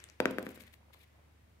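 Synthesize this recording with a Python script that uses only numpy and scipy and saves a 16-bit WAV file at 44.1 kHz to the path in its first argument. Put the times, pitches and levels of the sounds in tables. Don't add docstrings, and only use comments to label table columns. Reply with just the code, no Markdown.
import sys
import numpy as np
from scipy import signal
from scipy.fft import rfft, irfft
from scipy.io import wavfile
from scipy.ndimage import uniform_filter1d, map_coordinates

SR = 44100
rng = np.random.default_rng(int(sys.argv[2]) if len(sys.argv) > 2 else 0)


def natural_amplitude(level_db):
    exponent = np.asarray(level_db, float) / 20
    return 10 ** exponent


def master(y):
    cut = np.clip(np.atleast_2d(y).T, -1, 1)
    pcm = np.round(cut * 32767)
    wavfile.write(sys.argv[1], SR, pcm.astype(np.int16))


N = 70560
T = np.arange(N) / SR

# (time [s], thump level [dB], knock level [dB], contact [ms], thump pitch [Hz])
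LANDINGS = [
    (0.2024, -15.5, -20.5, 0.12, 537),
    (0.2562, -13.5, -21, 0.1, 370),
    (0.3084, -23.5, -58, 1, 263),
    (0.3843, -21, -24.5, 0.23, 400),
    (0.3937, -28.5, -52, 0.27, 300),
    (0.4277, -31.5, -51, 0.71, 365),
    (0.4664, -26, -33.5, 0.25, 270),
    (.489, -39.5, -44, 0.46, 273),
    (0.5089, -39.5, -46, 0.3, 400),
    (0.575, -41, -47, 0.61, 346),
]


def ring(hz, t60, size=4096):
    t = np.arange(size) / SR
    return np.sin(2 * np.pi * hz * t) * np.exp(-np.log(1000) * t / t60)


def add(out, x, s):
    i = max(int(s * SR), 0)
    out[..., i:i + x.shape[-1]] += x[..., :N - i]


def colour(x, points):
    hz, db = np.array(points).T
    f = np.maximum(np.arange(N // 2 + 1) * SR / N, 1)
    gain = natural_amplitude(np.interp(np.log(f), np.log(hz), db))
    y = irfft(rfft(x) * gain, N)
    return y / np.sqrt(np.mean(y ** 2))


def walk(rate):
    k = int(SR / rate)
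    steps = np.repeat(rng.standard_normal(N // k + 1), k)
    return 0.41 * uniform_filter1d(uniform_filter1d(steps, k), k)[:N]


def wide(points):
    mid, side = (colour(rng.standard_normal(N), points) for _ in range(2))
    side = signal.lfilter(*signal.butter(1, 300, "high", fs=SR), side)
    return np.array([mid + side, mid - side]) / np.sqrt(2)


def landings():
    # (frequency [Hz], level [dB], t60 [s])
    knock_modes = [(1570, 1.5, 0.011), (1865, 4.2, 0.0054), (2345, -0.1, 0.0061), (4550, -11, 0.014),
                   (6250, -13, 0.0066), (1271, -10, 0.014), (3130, -14, .01), (3560, -20, 0.012),
                   (5250, -13, .006)]
    # (frequency [Hz], level [dB], t60 [s])
    table_modes = [(166, -22, 0.41), (196.8, -3.5, 0.8), (236, -4, 0.083), (263.2, 4, 0.29),
                   (310.7, -5.5, 0.28), (362, -2.5, 0.49), (390.2, -5, 0.39), (459.7, -13, 0.45),
                   (518.7, 3, 0.25), (605.7, -1, 0.18), (685.4, -10, 0.25), (776, 0, 0.13),
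                   (1050, -4, 0.073), (121.7, 11, .5)]
    table_db, spot_db, knock_spread = -28.5, 2.5, 0.02
    thump_t60_s, thump_rise_ms = 0.01, 0.04
    size = 30000
    rise = 1 - np.exp(-T[:size] * 1000 / thump_rise_ms)
    out = np.zeros((2, N))
    spots = rng.standard_normal((len(LANDINGS), 48))
    for (s, db, knock_db, ms, hz), spot in zip(LANDINGS, spots):
        u = np.arange(64) / SR / (max(ms, .05) / 1000)
        push = np.where(u < 1, np.sin(np.pi * u) ** 2, 0)
        knock = np.zeros(size)
        for k, (f, g, t60) in enumerate(knock_modes):
            knock += natural_amplitude(g + 3.3 * spot[k]) * ring(f * (1 + knock_spread * spot[k + 36]), t60, size)
        table = np.zeros(size)
        for k, (f, g, t60) in enumerate(table_modes):
            table += natural_amplitude(g + spot_db * spot[16 + k]) * ring(f, t60, size)
        overtone = natural_amplitude(-11 + .045 * (hz - 380)) * ring(1.68 * hz, thump_t60_s, size)
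        thump = (ring(hz, thump_t60_s, size) + overtone) * rise
        x = np.array([natural_amplitude(db) * (thump + natural_amplitude(table_db) * table), natural_amplitude(knock_db) * knock])
        add(out, -signal.fftconvolve(x, push[None] / push.sum(), axes=1), s)
    return signal.sosfilt(signal.butter(6, 178, "high", fs=SR, output="sos"), out)


def ticks():
    # (time [s], level [dB], ring pitch [Hz])
    touches = [(.0021, -42, 5770), (0.0084, -70, 5500), (0.0144, -56, 4700), (0.0406, -30.5, 7980),
               (0.0879, -48, 5500), (0.0894, -44.5, 4700), (0.0995, -38, 5900), (.988, -57, 12000),
               (0.993, -53.5, 11400), (1.033, -55.5, 12000), (1.071, -65, 11500), (1.078, -62, 11000),
               (1.129, -64, 12600)]
    t60_s, rise_ms, gain_db = 0.0011, 0.066, 11
    out = np.zeros(N)
    for s, db, hz in touches:
        x = ring(hz, t60_s)
        x = x + natural_amplitude(-17) * ring(1.7 * hz, t60_s)
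        x = x + natural_amplitude(-10) * ring(.45 * hz, 2 * t60_s)
        rise = 1 - np.exp(-T[:len(x)] * 1000 / rise_ms)
        add(out, -natural_amplitude(db + gain_db) * x * rise, s)
    return out


def scuffs():
    # (time [s], level
    # [dB], length [ms], body level [dB])
    skids = [(.2029, -39, 1.1, -25), (.2048, -47, 1.2, -25), (.2071, -45, 1.1, -20), (.2565, -40, 1.2, -25),
             (.2585, -52, 1.6, -20), (.3068, -58, 1.8, -10), (.3103, -48, 1.2, -6), (.3121, -44, 1.7, -5),
             (.3849, -41, 1.1, -20), (.3865, -51, 1.4, -20), (.3940, -51, 1.6, -8), (.4275, -47, 1.3, -8),
             (.4290, -52, 1.5, -6), (.4600, -55, 2.6, -2), (.4667, -51, 1.2, 4), (.5045, -58, 1.4, -15),
             (.6080, -53, 3.4, 1),
             (.4530, -54, 0.97, -19), (0.4915, -50, 2.9, -8), (0.509, -58.5, 4.6, -16),
              (.5170, -60, 4.7, -17), (0.549, -68, 4.1, -19), (.5540, -56.5, 9.8, -31), (0.56, -64, 3.4, 6),
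              (0.577, -61, 2.4, -4), (0.601, -57, 4.6, -1), (0.621, -57.5, 8.7, -13),
              (0.6374, -53.5, 0.86, 3), (0.669, -62.5, 4.2, -2), (0.679, -63.5, 4.3, 6),
              (.7400, -57.5, 2.9, 1.5), (0.731, -64, 5.4, -6), (0.744, -68, 12.6, -18),
              (0.9378, -60, 8.4, 4.5), (0.969, -74, 19, 4), (1.013, -66.5, 14.6, 3), (1.037, -69, 9.3, 4)]
    # (frequency [Hz], level [dB])
    fibre_points = [(2500, -3), (4000, -4), (6000, -3), (8500, 1), (10500, 1), (12500, 2), (15000, 1),
                    (17000, -6)]
    body_hz, body_width_hz = 2100, 800
    grains_per_s, grain_db = 26000, 1.2
    crack_db, crack_ms = -36, 2
    rise_share = 0.98
    snaps = (rng.random(N) < grains_per_s / SR) * natural_amplitude(grain_db * rng.exponential(size=N))
    snaps = snaps * rng.standard_normal(N)
    body = colour(snaps, [(body_hz - body_width_hz, -20), (body_hz, 0), (2900, -8), (3600, -5),
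                          (5000, -20), (8000, -40)])
    fibre = colour(snaps, [(800, -1)] + fibre_points)
    crush = np.zeros(N)
    for s, _, db, *_ in LANDINGS:
        crush += natural_amplitude(db + crack_db) * (T > s) * np.exp(-np.abs(T - s) * 1000 / crack_ms)
    out = crush * fibre
    for s, db, ms, body_db in skids:
        u = (T - s) * 1000 / ms
        swell = np.exp(-(u / np.where(u < 0, rise_share, 1)) ** 2)
        out += natural_amplitude(db) * swell * (fibre + natural_amplitude(body_db) * body)
    return out


def far_side(board, knock, tick, fine, other):
    lag_ms, knock_lag_ms = 0.16, 0.12

    def late(x, ms):
        return map_coordinates(x, [(T - ms / 1000) * SR], mode="nearest")

    far = late(board, lag_ms) + natural_amplitude(-7.5) * late(knock, knock_lag_ms)
    far = far + natural_amplitude(-14.5) * late(fine + 1.5 * other, lag_ms)
    return far + natural_amplitude(-12) * late(tick, lag_ms)


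def brushes():
    # (time [s], level [dB], length [ms])
    taps = [(0.787, -70.5, 9.5), (0.814, -66.5, 9.9), (0.831, -61, 2.3), (.858, -72, 9.7),
            (0.885, -65, 2.4), (0.906, -58, 4.1), (0.947, -57.5, 1.5), (.958, -66, 5.5), (.977, -68, 9.1),
            (1.156, -71, 12), (1.191, -69, 8.6), (1.226, -72, 42), (1.292, -74, 22)]
    # (frequency [Hz], level [dB])
    tap_points = [(300, 2), (550, 17), (1000, 13.5), (1500, 0), (3000, -30)]
    level = sum(natural_amplitude(db) * np.exp(-((T - s) * 1000 / ms) ** 2) for s, db, ms in taps)
    return wide(tap_points) * level


def jolts():
    jolt_db, t60_s, size = -48, 0.31, 9000
    shake = ring(40, t60_s, size) + natural_amplitude(7) * ring(87.2, t60_s, size)
    shake = shake * np.minimum(np.arange(size) / SR / 0.0052, 1)
    out = np.zeros(N)
    for s, db, *_ in LANDINGS:
        add(out, natural_amplitude(db + jolt_db) * shake, s)
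    return out


def sleeve():
    # (time [s], level [dB])
    movement = [(0, -59.5), (.04, -62.5), (.11, -66), (.17, -72), (.45, -62), (.65, -63.5), (.8, -78.5),
                (1.0, -74.5), (1.2, -75), (1.6, -80.5)]
    # (frequency [Hz], level [dB])
    cloth = [(180, -34.5), (300, -2.5), (624, -9.5), (842, -16), (1970, -2.5), (4670, -18.5),
             (15000, -28.5), (16000, -55)]
    level_db = np.interp(T, *np.array(movement).T) + 1 * walk(41.7)
    balance = natural_amplitude(np.array([[1.5], [-1.5]]))
    return natural_amplitude(level_db) * wide(cloth) * balance


def room(x):
    # (frequency [Hz], t60 [s], level [dB])
    bands = [(193, 0.74, -35), (400, 0.45, -33.5), (698, 0.37, -21), (1750, 0.57, -27), (3700, 0.54, -14),
             (5800, 0.15, -22), (11000, 0.37, -9)]
    t = np.arange(30000) / SR
    out = 0
    for hz, t60, db in bands:
        band = signal.butter(2, [hz / 1.76, hz * 1.41], "band", fs=SR, output="sos")
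        mid, side = signal.sosfilt(band, rng.standard_normal((2, len(t))))
        side = min(hz / 1500, 1) * side
        fade = np.exp(-np.log(1000) * t / t60) * np.minimum(t / 0.00043, 1)
        tail = np.array([mid + side, mid - side]) * fade
        out = out + natural_amplitude(db) * tail / np.sqrt(np.sum(tail ** 2) * hz / SR)
    return signal.fftconvolve(x[None], out * 0.2, axes=1)[:, :N]


def air():
    # (frequency [Hz], level [dB])
    air_points = [(25, -1.5), (50, -9.5), (120, 2), (200, -4), (500, -12), (2200, -21), (5000, -29),
                  (13000, -32.5)]
    return natural_amplitude(-66.5 + 1.2 * walk(2.1)) * wide(air_points)


def hum():
    # (multiple of the shaft speed, level [dB])
    tones = [(2, -88), (3, -62.5), (4, -69.5), (6, -84)]
    shaft_hz, wobble_db = 24.9, .6
    phase = 2 * np.pi * np.cumsum(shaft_hz * (1 + .005 * walk(4))) / SR
    return sum(natural_amplitude(db + wobble_db * walk(24)) * np.sin(k * phase) for k, db in tones)


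def scene():
    board, knock = landings()
    tick = ticks()
    fine, other = scuffs(), scuffs()
    dice = board + knock + tick + fine
    mix = np.array([dice, far_side(board, knock, tick, fine, other)])
    mix = mix + brushes() + jolts() + sleeve()
    return mix + room(dice) + air() + hum()


def band_limit(x):
    return signal.sosfilt(signal.butter(12, 16490, fs=SR, output="sos"), x)


def record(dry):
    x = signal.sosfilt(signal.butter(2, 30, "high", fs=SR, output="sos"), dry)
    x = signal.sosfilt(signal.cheby1(10, .3, 15600, fs=SR, output="sos"), x)
    return band_limit(x)


dry = scene()
out = record(dry)
master(out)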